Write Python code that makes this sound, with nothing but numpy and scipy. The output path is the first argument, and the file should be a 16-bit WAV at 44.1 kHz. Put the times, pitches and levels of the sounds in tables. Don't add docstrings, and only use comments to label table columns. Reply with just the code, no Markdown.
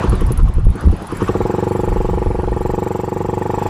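import sys
import numpy as np
from scipy import signal
from scipy.fft import rfft, irfft
from scipy.io import wavfile
from scipy.ndimage import uniform_filter1d

SR = 44100
rng = np.random.default_rng(int(sys.argv[2]) if len(sys.argv) > 2 else 0)


def how_loud(loudness_db):
    steps = np.asarray(loudness_db, float) / 20
    return 10 ** steps


def pcm_store(signal):
    levels = np.round(np.clip(np.atleast_2d(signal), -1, 1) * 32767)
    wavfile.write(sys.argv[1], SR, levels.astype(np.int16).T)


N = 162729

# t/s, valve hiss level/dB, intake level/dB
THROTTLE_FLOW = [(0, -71, -23), (.15, -77, -31), (.5, -90, -36), (.8, -81, -41), (1.08, -61, -33),
                 (1.17, -46, -31), (1.28, -47.5, -18), (1.4, -45, -44), (1.9, -46.5, -46), (2.45, -58, -55),
                 (2.65, -45.5, -36.5), (3.35, -48, -37), (3.69, -43, -48)]


def evened(x):
    return x / np.sqrt(np.mean(x ** 2) + 1e-20)


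def curve(table, column=1):
    rows = np.array(table)
    return np.interp(np.arange(N) / SR, rows[:, 0], rows[:, column])


def late(x, s):
    samples = np.arange(len(x))
    return np.interp(samples - s * SR, samples, x, left=0)


def ring(t, hz, width, arrival_ms, strength):
    u = np.maximum(t - arrival_ms / 1000, 0)
    return strength * np.sin(2 * np.pi * hz * u) * np.exp(-np.pi * width * u)


def resonate(x, hz, width):
    turn = np.exp(2j * np.pi * hz * np.arange(len(x)) / SR)
    r = np.exp(-np.pi * width / SR)
    envelope = signal.lfilter([1 - r], [1, -r], x / turn + 1e-18)
    return 2 * (turn * envelope).real


def slow(hz):
    spectrum = rfft(rng.standard_normal(N))
    return evened(irfft(spectrum * np.exp(-(np.fft.rfftfreq(N, 1 / SR) / hz) ** 2), N))


def noise(points, patchy_db, size=1024):
    frames, hz = 4 * N // size + 5, np.fft.rfftfreq(size, 1 / SR)
    a, b, patches = rng.standard_normal((frames, len(hz), 3)).T
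    for axis in (0, 1):
        patches = uniform_filter1d(patches, size=8192 // size, axis=axis)
    patches = evened(patches)
    f, db = np.transpose(points)
    shape = np.interp(np.log(hz + 1), np.log(f + 1), db, left=-40, right=-80)[:, None]
    spectrum = (a + 1j * b) * how_loud(shape + patchy_db * patches)
    return evened(signal.istft(spectrum, nperseg=size, noverlap=size * 3 // 4)[1][:N])


def coloured(peaks):
    air = rng.standard_normal(N)
    return evened(sum(how_loud(db) * resonate(resonate(air, f, w), f, w) for f, w, db in peaks))


def gate(turns, at, span):
    return np.exp(-(((turns - at + .5) % 1 - .5) / span) ** 4)


def street():
    # f/Hz, spectral level/dB per Hz
    wash = [(60, -16), (110, -2.5), (250, -7.5), (620, -16.5), (1050, -14), (2000, -27), (9000, -46),
            (15000, -66)]
    # t/s, level/dB; it dips around 0.6 s
    wash_level = [(0.0, -33.5), (0.46, -44.5), (0.63, -48.5), (0.81, -40), (0.95, -42.5), (1.24, -38.5),
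                  (1.77, -42), (3.29, -45.5), (3.5, -42.5), (3.69, -38.5)]
    return noise(wash, patchy_db=2.5) * how_loud(curve(wash_level) + 12 + 0.37 * slow(6.6))


def wind():
    # f/Hz, spectral level/dB per Hz
    turbulence = [(15, -32.5), (30, 5.5), (45, -1.5), (68, 0.5), (100, -9), (170, -15), (300, -43)]
    # t/s, level/dB
    gusts = [(0, -39), (.1, -11), (.47, -9.5), (.52, -19.5), (.57, -7.5), (.71, -7), (.76, -42), (.83, -21),
             (.87, 1), (.93, -14), (.97, -35.5), (1.25, -27.5), (1.7, -37.5), (2.0, -19.5), (2.3, -16.5),
             (2.65, -25), (2.8, -34.5), (3.69, -31.5)]
    lumps_db = 5 * np.tanh(slow(20))
    return noise(turbulence, patchy_db=3, size=4096) * how_loud(curve(gusts) + lumps_db)


def scooter():
    # t/s, peak level/dB, f/Hz
    ticks = [(0.0403, -40, 10300), (0.0952, -26.5, 9950), (0.1526, -32.5, 9860), (0.2082, -31, 10240),
             (0.2643, -32, 9700), (0.32, -23, 10580), (0.375, -26, 10150), (0.4309, -34.5, 10240),
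             (0.485, -42, 9800), (0.5383, -35, 9960), (0.595, -44, 9400), (0.6479, -38.5, 9960),
             (0.7022, -38, 10500), (0.7558, -35.5, 9800), (0.8086, -34, 10030), (0.86, -34, 10030),
             (0.914, -38.5, 10300), (0.9646, -38.5, 10600), (1.0216, -36, 10300), (1.069, -33, 9700),
             (1.1177, -35.5, 10200), (1.1693, -31, 10100), (1.2266, -35.5, 10400), (1.2715, -36.5, 9700),
             (2.4199, -45, 9900), (2.4698, -49, 9800), (2.515, -42.5, 9300), (2.5635, -42, 9400),
             (2.609, -37, 10300)]
    # t/s, level/dB
    belt = [(0, -70), (.6, -80), (1.2, -62), (1.5, -74), (1.75, -55), (2.0, -65), (2.35, -59), (2.65, -82),
            (3.69, -86)]
    t, out = np.arange(1500) / SR, np.zeros(N + 1500)
    grit = rng.standard_normal((len(ticks), 1500))
    for (s, db, hz), g in zip(ticks, grit):
        tone = np.sin(2 * np.pi * hz * t) * how_loud(-60 * t / .025) * np.minimum(t / 0.0014, 1)
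        rattle = how_loud(-7 - 60 * t / .05) * evened(resonate(g, hz, 640))
        snap = how_loud(-12 - 60 * t / 0.017) * evened(resonate(g, 0.55 * hz, 6000))
        out[round(s * SR):][:1500] += how_loud(db) * (tone + rattle + snap)
    whir_hz, whir_width_hz = 10300, 690
    whir = rng.standard_normal(N)
    for _ in range(2):
        whir = resonate(whir, whir_hz, whir_width_hz)
    flutter_db = 4.4 * np.cos(2 * np.pi * 20 * np.arange(N) / SR)
    return out[:N] + evened(whir) * how_loud(curve(belt) + 1.8 * slow(40) + flutter_db)


def intake(turns):
    # f/Hz, bandwidth/Hz, level/dB
    duct = [(1084, 414, 10.5), (1510, 1000, -14), (2470, 1120, -10), (4900, 2100, -23)]
    gulp_db = curve(THROTTLE_FLOW, column=2) + 2 * slow(22)
    return coloured(duct) * gate(turns, at=0.93, span=0.18) * how_loud(gulp_db)


def valves(turns):
    # f/Hz, bandwidth/Hz, level/dB
    jet = [(4700, 250, -7), (5900, 500, -8), (7550, 900, 0), (9100, 400, -11), (11300, 1500, -13),
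           (13400, 1600, -9)]
    hiss_db = curve(THROTTLE_FLOW) + 1.2 * slow(6.8)
    return coloured(jet) * gate(turns, at=0.4, span=.24) * how_loud(hiss_db)


def clatter(turns, level_db):
    # f/Hz, bandwidth/Hz, level/dB
    casing = [(1343, 110, -2), (1830, 37, 5.5), (2278, 58, -2.5), (2484, 280, -8.5), (3160, 100, -15)]
    return coloured(casing) * gate(turns, at=0.28, span=0.12) * how_loud(-23.5 + level_db)


def muffler(t, heat, upper_db):
    # delay t/s, share of the blow
    reflections = [
        (.00229, .57),
        (.00638, .33),
        (.0106, .07),
    ]
    # f/Hz, bandwidth/Hz, arrival t/ms, strength
    can_modes = [(199, 60, -.83, -.3), (366, 26, .6, .22), (393, 55, -.58, .24)]
    # f/Hz, bandwidth/Hz, arrival t/ms, strength
    shell_modes = [(1095, 150, 4.33, -.18), (953, 42, 4.27, .08), (1190, 45, 5.2, .03)]
    # f/Hz, bandwidth/Hz, arrival t/ms, strength
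    cold_modes = [(183, 16, 0, 0.18), (290, 18, 0, 0.11), (433, 19, 0, 0.13)]
    blow_s, rebound_s = .00036, .00095
    blow = .32 * np.exp(-(t / rebound_s) ** 2 / 2) - np.exp(-(t / blow_s) ** 2 / 2)
    for s, share in reflections:
        blow = blow + share * late(blow, s)
    boom = ring(t, 99, 16, -.3, .13) * how_loud(2.5 * max(heat, 0))
    can = sum(ring(t, *mode) for mode in can_modes) * how_loud(1 * heat)
    shell = sum(ring(t, *mode) for mode in shell_modes)
    shell = shell + ring(t, 822 + 49.3 * heat, 85, 4.97, .28)
    shell = shell + 0.13 * late(shell, reflections[2][0])
    putt = blow + boom + can + shell * how_loud(upper_db)
    cold = max(-heat, 0)
    putt = putt + cold * sum(ring(t, *mode) for mode in cold_modes)
    putt = putt * how_loud(9.5 * cold)
    blur_s = 0.000088 + 0.00071 * cold
    blur = np.exp(-(np.arange(-100, 101) / SR / blur_s) ** 2 / 2)
    return np.convolve(putt, blur / blur.sum(), "same")


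def exhaust(turns, level, heat, upper_db):
    lead, out = 200, np.zeros(N + 5000)
    t = (np.arange(4000) - lead) / SR
    spread = rng.standard_normal((N, 2))
    for k in np.flatnonzero(np.diff(np.floor(turns))):
        putt = muffler(t, heat[k] + 0.073 * spread[k, 1], upper_db[k])
        out[k:k + len(t)] += how_loud(level[k] + 16 + 0.62 * spread[k, 0]) * putt
    return out[lead:N + lead]


def engine():
    # t/s, firing rate f/Hz, blow level/dB
    running = [(0.0, 11.623, -15.1), (0.397, 10.986, -22.5), (0.398, 10.211, -31.9), (0.66, 11.794, -23.5),
               (0.946, 11.331, -21.1), (1.065, 9.854, -35.6), (1.117, 8.326, -20.9), (1.24, 13.109, -13.3),
               (1.47, 22.689, -14.6), (1.735, 24.251, -14.5), (1.994, 23.363, -16.0),
               (2.408, 23.287, -17.6), (2.546, 22.57, -17.8), (2.756, 23.705, -16.2),
               (3.039, 23.252, -18.1), (3.24, 23.932, -17.8), (3.39, 24.052, -17.8), (3.69, 25.564, -18.5)]
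    # t/s, heat (0 neutral, below 0 cold), upper mode level/dB
    gas = [
        (0, -0.38, -2),
        (1.15, -0.66, 1.5),
        (1.3, -0.33, 1.5),
        (1.6, 0.45, -0.5),
        (3.0, 0.14, 1.7),
        (3.3, 0.43, 2),
        (3.55, 0.73, 6.5),
        (3.69, 0.47, 6.5),
    ]
    turns = -.494 + np.cumsum(curve(running)) / SR
    level = curve(running, column=2)
    heat, upper_db = curve(gas), curve(gas, column=2)
    firings = exhaust(turns, level, heat, upper_db)
    return firings + clatter(turns, level + upper_db) + valves(turns) + intake(turns)


def scene():
    return (street() + wind() + scooter() + engine())[None]


def band_limit(x):
    return signal.sosfilt(signal.butter(12, 15170, fs=SR, output="sos"), x)


def record(dry):
    ceiling = 0.76
    limited = ceiling * np.tanh(dry / ceiling)
    edge = signal.firwin(101, 14900, fs=SR)[None]
    mix = signal.oaconvolve(limited, edge, "same")
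    return band_limit(mix)


dry = scene()
out = record(dry)
pcm_store(out)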